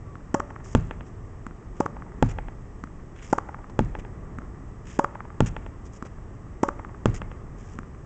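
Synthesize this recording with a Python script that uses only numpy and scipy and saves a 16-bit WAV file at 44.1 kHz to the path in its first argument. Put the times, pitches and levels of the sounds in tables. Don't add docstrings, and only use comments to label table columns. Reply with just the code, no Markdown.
import sys
import numpy as np
from scipy import signal
from scipy.fft import rfft, irfft
from scipy.io import wavfile
from scipy.ndimage import uniform_filter1d

SR = 44100
rng = np.random.default_rng(int(sys.argv[2]) if len(sys.argv) > 2 else 0)


def transcribe(signal):
    frames = np.atleast_2d(signal).T
    limited = np.clip(frames, -1, 1)
    pcm = np.round(limited * 32767).astype(np.int16)
    wavfile.write(sys.argv[1], SR, pcm)


N = 355005
T = np.arange(SR) / SR


def gain(db):
    return 10 ** (np.asarray(db) / 20)


def add(track, start, sound):
    i = max(int(round(start * SR)), 0)
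    track[i:i + len(sound)] += sound[:max(len(track) - i, 0)]


def tone_curve(spectrum, size):
    hz, db = np.transpose(spectrum)
    bin_hz = np.arange(size // 2 + 1) * SR / size
    return gain(np.interp(np.log(bin_hz + 1), np.log(hz), db))


def noise(spectrum, size=SR):
    shaped = irfft(rfft(rng.standard_normal(size)) * tone_curve(spectrum, size), size)
    return shaped / np.std(shaped)


def pulse(spectrum, size=4096):
    cepstrum = irfft(np.log(tone_curve(spectrum, size)))
    cepstrum[1:size // 2] *= 2
    cepstrum[size // 2 + 1:] = 0
    return irfft(np.exp(rfft(cepstrum)))


def knock(spectrum):
    click = pulse(spectrum)
    return click / np.abs(click).max()


def fade(fade_s):
    return np.exp(-np.log(1000) * T / fade_s)


def ring(tones, pitch=1, spread_db=0, detune=0):
    chance = rng.standard_normal((len(tones), 2))
    return sum(gain(db + spread_db * louder) * fade(fade_s)
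               * np.sin(2 * np.pi * hz * pitch * (1 + detune * higher) * T)
               for (hz, db, fade_s), (louder, higher) in zip(tones, chance))


def drift(per_s):
    hold = int(SR / per_s)
    steps = np.repeat(rng.standard_normal(N // hold + 1), hold)
    return np.sqrt(2) * uniform_filter1d(uniform_filter1d(steps, hold), hold)[:N]


def echo_delay(metres):
    return 2 * metres / 343


# (frequency [Hz], level [dB])
TRAFFIC = [(12, -29.5), (20, -2), (112, -6), (145, -10.5), (178, -12), (299, -18), (324, -17.5),
           (420, -18.5), (493, -25), (899, -28.5), (974, -29.5), (1170, -26), (1480, -37), (1930, -33.5),
           (2400, -53.5), (3120, -80), (5280, -120)]
AIR_HISS = [(1200, -29), (2300, 5), (3000, 0), (4200, -10.5), (5300, -2.5), (6500, -1), (7700, -1),
            (8300, -7), (9000, -39)]


def town():
    rumble = gain(-39.5 + 0.71 * drift(per_s=3.416)) * noise(TRAFFIC, N)
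    whine_hz = 7714 + 4 * drift(per_s=28)
    whine = gain(-80) * np.sin(2 * np.pi * np.cumsum(whine_hz) / SR)
    return rumble + gain(-68.5) * noise(AIR_HISS, N) + whine


# (frequency [Hz], level [dB])
SCATTER = [(60, -6.5), (300, -6.5), (1100, -5), (2200, -1), (4000, -9), (8000, -8.5)]


def fences_and_trees(sound):
    tail = noise(SCATTER) * fade(0.93) * (1 - fade(0.0097))
    return gain(-21.5) * signal.fftconvolve(sound, tail / np.linalg.norm(tail))[:N]


# (frequency [Hz], level [dB])
WALL_TONE = [(60, -30.5), (300, -20), (900, -10), (1400, -9.5), (2050, -1.5), (3200, -10), (4300, -19),
             (8000, -26.5)]
# (delay [s], level [dB])
WALL_ECHOES = [(0.16, -3), (0.258, -12)]


def far_walls(sound):
    out = np.zeros(N)
    reflected = signal.fftconvolve(sound, pulse(WALL_TONE))[:N]
    for delay, db in WALL_ECHOES:
        add(out, delay, gain(db) * reflected)
    return out


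def squeak(start_s=.025, length_s=.125, hz=1150, db=-51):
    progress = np.clip((np.arange(N) / SR - start_s) / length_s, 0, 1)
    wavering_hz = hz * (1 + 0.0029 * drift(per_s=55))
    return gain(db) * np.sin(np.pi * progress) * np.sin(2 * np.pi * np.cumsum(wavering_hz) / SR)


# (frequency [Hz], level [dB])
SOLE_HISS = [(1000, -27), (3200, -9.5), (4200, -19), (4800, -5.5), (5400, 0.5), (7200, 4), (8200, -8),
             (9000, -34.5)]
SOLE_SCRAPE = [(150, -15.5), (600, -14), (1600, 2.5), (2400, -0.5), (3300, -5.5), (4200, -21), (9000, -39)]


def scuffs(moves, rise_s, fall_s):
    hiss, scrape = np.zeros((2, N))
    for start, length, db, scrape_db in moves:
        pressure = np.sqrt(np.clip(np.minimum(T / rise_s, (length - T) / fall_s), 0, 1))
        add(hiss, start, gain(db) * pressure)
        add(scrape, start, gain(db + scrape_db) * pressure)
    flicker = gain(2.8 * drift(per_s=400))
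    return flicker * (hiss * noise(SOLE_HISS, N) + scrape * noise(SOLE_SCRAPE, N))


# (time [s], length [s], hiss level [dB], scrape above the hiss [dB])
STEPS = [(2.288, 0.039, -49.5, 4), (3.698, .013, -59, 5), (3.987, 0.022, -52, 9),
         (5.460, 0.035, -43.5, 1.5), (6.051, 0.026, -54.5, 2), (7.141, .045, -49, 1)]
# (time [s], length [s], hiss level [dB], scrape above the hiss [dB])
SOLE_DRAGS = [(.635, 0.11, -56.5, -6), (1.05, 0.045, -66, 1), (1.75, 0.12, -68.5, 4), (3.15, 0.11, -71, 14),
              (3.215, 0.12, -57, -1), (4.852, 0.13, -58, 3), (5.843, 0.04, -58, 0), (5.92, 0.071, -60, -4),
              (7.57, .2, -65.5, -0.5)]
# (frequency [Hz], level [dB])
HEEL_THUD = [(60, -6), (200, -2.5), (600, -3), (1200, -13.5), (3000, -40)]


def shoes():
    out = scuffs(STEPS, rise_s=.002, fall_s=0.037) + scuffs(SOLE_DRAGS, rise_s=0.022, fall_s=0.022)
    for start, *_ in STEPS:
        add(out, start, gain(-38.5) * noise(HEEL_THUD) * fade(.05))
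    return out


# (time [s], strength [dB], half the echo's extra path [m])
COURT_BOUNCES = [(0.1548, -6.5, 8.8), (1.4661, -0.5, 7.5), (2.8386, 0, 5.9), (4.3860, -.5, 5.7),
                 (6.0248, .5, 6.8), (7.7884, 0.5, 7.5)]
# (frequency [Hz], level [dB], fade time [s])
POCK_TONES = [(231.4, -2, 0.021), (1254, 0, 0.0073), (1440, -11, 0.0042)]
# (frequency [Hz], level [dB])
SMALL_TICK = [(600, -3.5), (1600, 7.5), (2400, -3.5), (3200, -15.5), (4200, -11.5), (5600, -6.5), (7200, 1),
              (9000, -23.5)]


def bounces():
    out = np.zeros(N)
    for start, db, metres in COURT_BOUNCES:
        tones = ring(POCK_TONES, spread_db=0.5, detune=0.027)
        pock = -gain(db - 18.5) * (1 - fade(0.0023)) * tones
        felt_tick = gain(-41 + 3.4 * db) * noise(SMALL_TICK) * fade(.012)
        add(out, start, pock + felt_tick)
        add(out, start + echo_delay(metres), gain(-11.5) * pock)
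    return out


def clatter(per_s, spread_db):
    happens = rng.random(SR) < per_s / SR
    sizes = gain(spread_db * np.clip(rng.standard_normal(SR), -2, 2))
    return signal.fftconvolve(happens * sizes, knock(SMALL_TICK))[:SR]


# (time [s], strength [dB], hardness of the spot [dB])
HITS = [(.7500, 1.5, 3.5), (2.2257, 0, 2), (3.7912, -1, 0.5), (5.4053, 1, 4), (7.0575, 1, 2.5)]
# (frequency [Hz], level [dB], fade time [s])
PING_TONES = [(842, -0.5, 0.02), (1260, -6, 0.013), (1520, -12.5, 0.0099)]
PANEL_TONES = [(31.2, 2, 0.98), (44.94, -1, 0.99), (60.6, -4.5, 0.55), (88.8, -0.5, 0.58),
               (113.5, 8.5, 0.24), (136.4, 1.5, 0.36), (149.3, -9.5, 0.1), (169.4, 1.5, 0.42),
               (214.4, 16.5, 0.056), (253.7, -4.5, 0.25), (285, -6, 0.17), (328, -11.5, 0.088),
               (372, -8, 0.067), (433, -20, 0.27)]
# (frequency [Hz], level [dB])
BOARD_SLAP = [(30, -23.5), (110, 2.5), (300, -3.5), (550, -7), (900, -20.5), (1400, -9.5), (2200, -39),
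              (4200, -51), (9000, -99.5)]
BOARD_SNAP = [(300, 6), (1500, 9.5), (2200, -4), (2750, 7), (3300, 4), (4250, -16.5), (4900, -9),
              (5600, -9.5), (7400, -1.5), (9000, -27)]
FRAME_RATTLE = [(60, -7), (250, 2), (500, -9), (1300, -21.5), (2200, -22.5), (3000, -32), (4200, -37),
                (6500, -37.5), (9000, -66.5)]


def board():
    out = np.zeros(N)
    for start, db, hard_db in HITS:
        snap_db = db - 14.5 + hard_db
        ping_db = db - 12 - 0.88 * hard_db
        boom_db = db - 28.5
        add(out, start, -gain(db - 3.5) * knock(BOARD_SLAP))
        add(out, start, -gain(snap_db) * knock(BOARD_SNAP))
        add(out, start + 0.001615, gain(ping_db) * ring(PING_TONES, spread_db=4.0, detune=0.03))
        delays = 0.0029 + 0.01474 * rng.random(len(PANEL_TONES))
        for tone, delay in zip(PANEL_TONES, delays):
            add(out, start + delay, gain(boom_db) * ring([tone], spread_db=3.0, detune=.025))
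        add(out, start, gain(boom_db - 4.5) * noise(FRAME_RATTLE) * fade(0.31))
        add(out, start, gain(boom_db - 14) * clatter(per_s=220, spread_db=6.5) * fade(.43))
    return out


# (time [s], ball level [dB], ball pitch [Hz], string level [dB], felt level [dB], board distance [m])
RACKET_STROKES = [(0.3452, -13, 877, -31, -20, 9.4), (1.805, -13, 860, -37, -25, 9.42),
                  (3.3297, -9.5, 847, -43.5, -20.5, 9.1), (4.9924, -8.5, 885, -34.5, -21.5, 8.68),
                  (6.6333, -11, 883, -32, -20, 9.06)]
# (frequency [Hz], level [dB], fade time [s])
STRING_TONES = [(561, 4, 0.26), (878, -10.5, 0.28), (1113, -0.5, 0.12), (1240, -4.5, 0.16), (1650, -20, .2),
                (1800, -32, .22)]
# (frequency [times ball pitch], level [dB], fade time [s])
SIDE_TONES = [(1, 1.5, 0.013), (1.4, -11.5, 0.012), (.72, 4, 0.0047)]
AHEAD_TONES = [(1.02, -6.5, 0.013), (1.32, 8.5, 0.007), (1.7, -17.5, 0.0082)]
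# (frequency [Hz], level [dB])
FELT_RASP = [(300, 9.5), (1500, 11.5), (2350, -6.5), (3200, -5), (4200, -28), (4800, -8), (5500, -2.5),
             (7300, -0.5), (8300, -13.5), (9000, -26.5)]


def racket(contact_s=.0053, lead_s=.01):
    direct, echo = np.zeros((2, N))
    from_peak = (T - lead_s) / (0.14 * contact_s)
    thump = gain(-8) * (1 - from_peak ** 2) * np.exp(-from_peak ** 2 / 2)
    slide = np.exp(-((T / contact_s - 0.23) / 0.95) ** 2)
    release = 1 - fade(.0051)
    for time, ball_db, ball_hz, strings_db, felt_db, metres in RACKET_STROKES:
        touch, leave = time - .42 * contact_s, time + 0.426 * contact_s
        rasp = noise(FELT_RASP) * slide
        add(direct, time - lead_s, thump)
        add(direct, touch, -gain(felt_db - 2.5) * knock(SMALL_TICK))
        add(direct, touch, gain(felt_db - 4) * rasp)
        add(direct, leave, -gain(ball_db + 7) * release * ring(SIDE_TONES, ball_hz))
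        add(direct, leave, gain(strings_db) * ring(STRING_TONES, spread_db=1.5))
        add(direct, leave, gain(felt_db - 24) * noise(FELT_RASP) * fade(0.23))
        delay = echo_delay(metres)
        add(echo, time + delay - lead_s, gain(-12.5) * thump)
        add(echo, touch + delay, gain(felt_db - 14.5) * rasp)
        add(echo, leave + delay, gain(ball_db + 0.5) * release * ring(AHEAD_TONES, ball_hz))
        add(echo, leave + delay, gain(strings_db - 11.5) * ring(STRING_TONES[:1], pitch=1.045))
    return direct, echo


def scene():
    strokes, stroke_echoes = racket()
    hits = board()
    ground = bounces() + shoes() + squeak()
    near = strokes + stroke_echoes + hits + ground
    outward = hits + gain(-2) * stroke_echoes + gain(-6) * strokes + gain(-9) * ground
    mix = near + fences_and_trees(near) + far_walls(outward) + town()
    return mix[None]


def record(dry, top_hz=8600):
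    return signal.sosfilt(signal.ellip(8, .2, 70, top_hz, fs=SR, output="sos"), dry)


dry = scene()
out = record(dry)
transcribe(out)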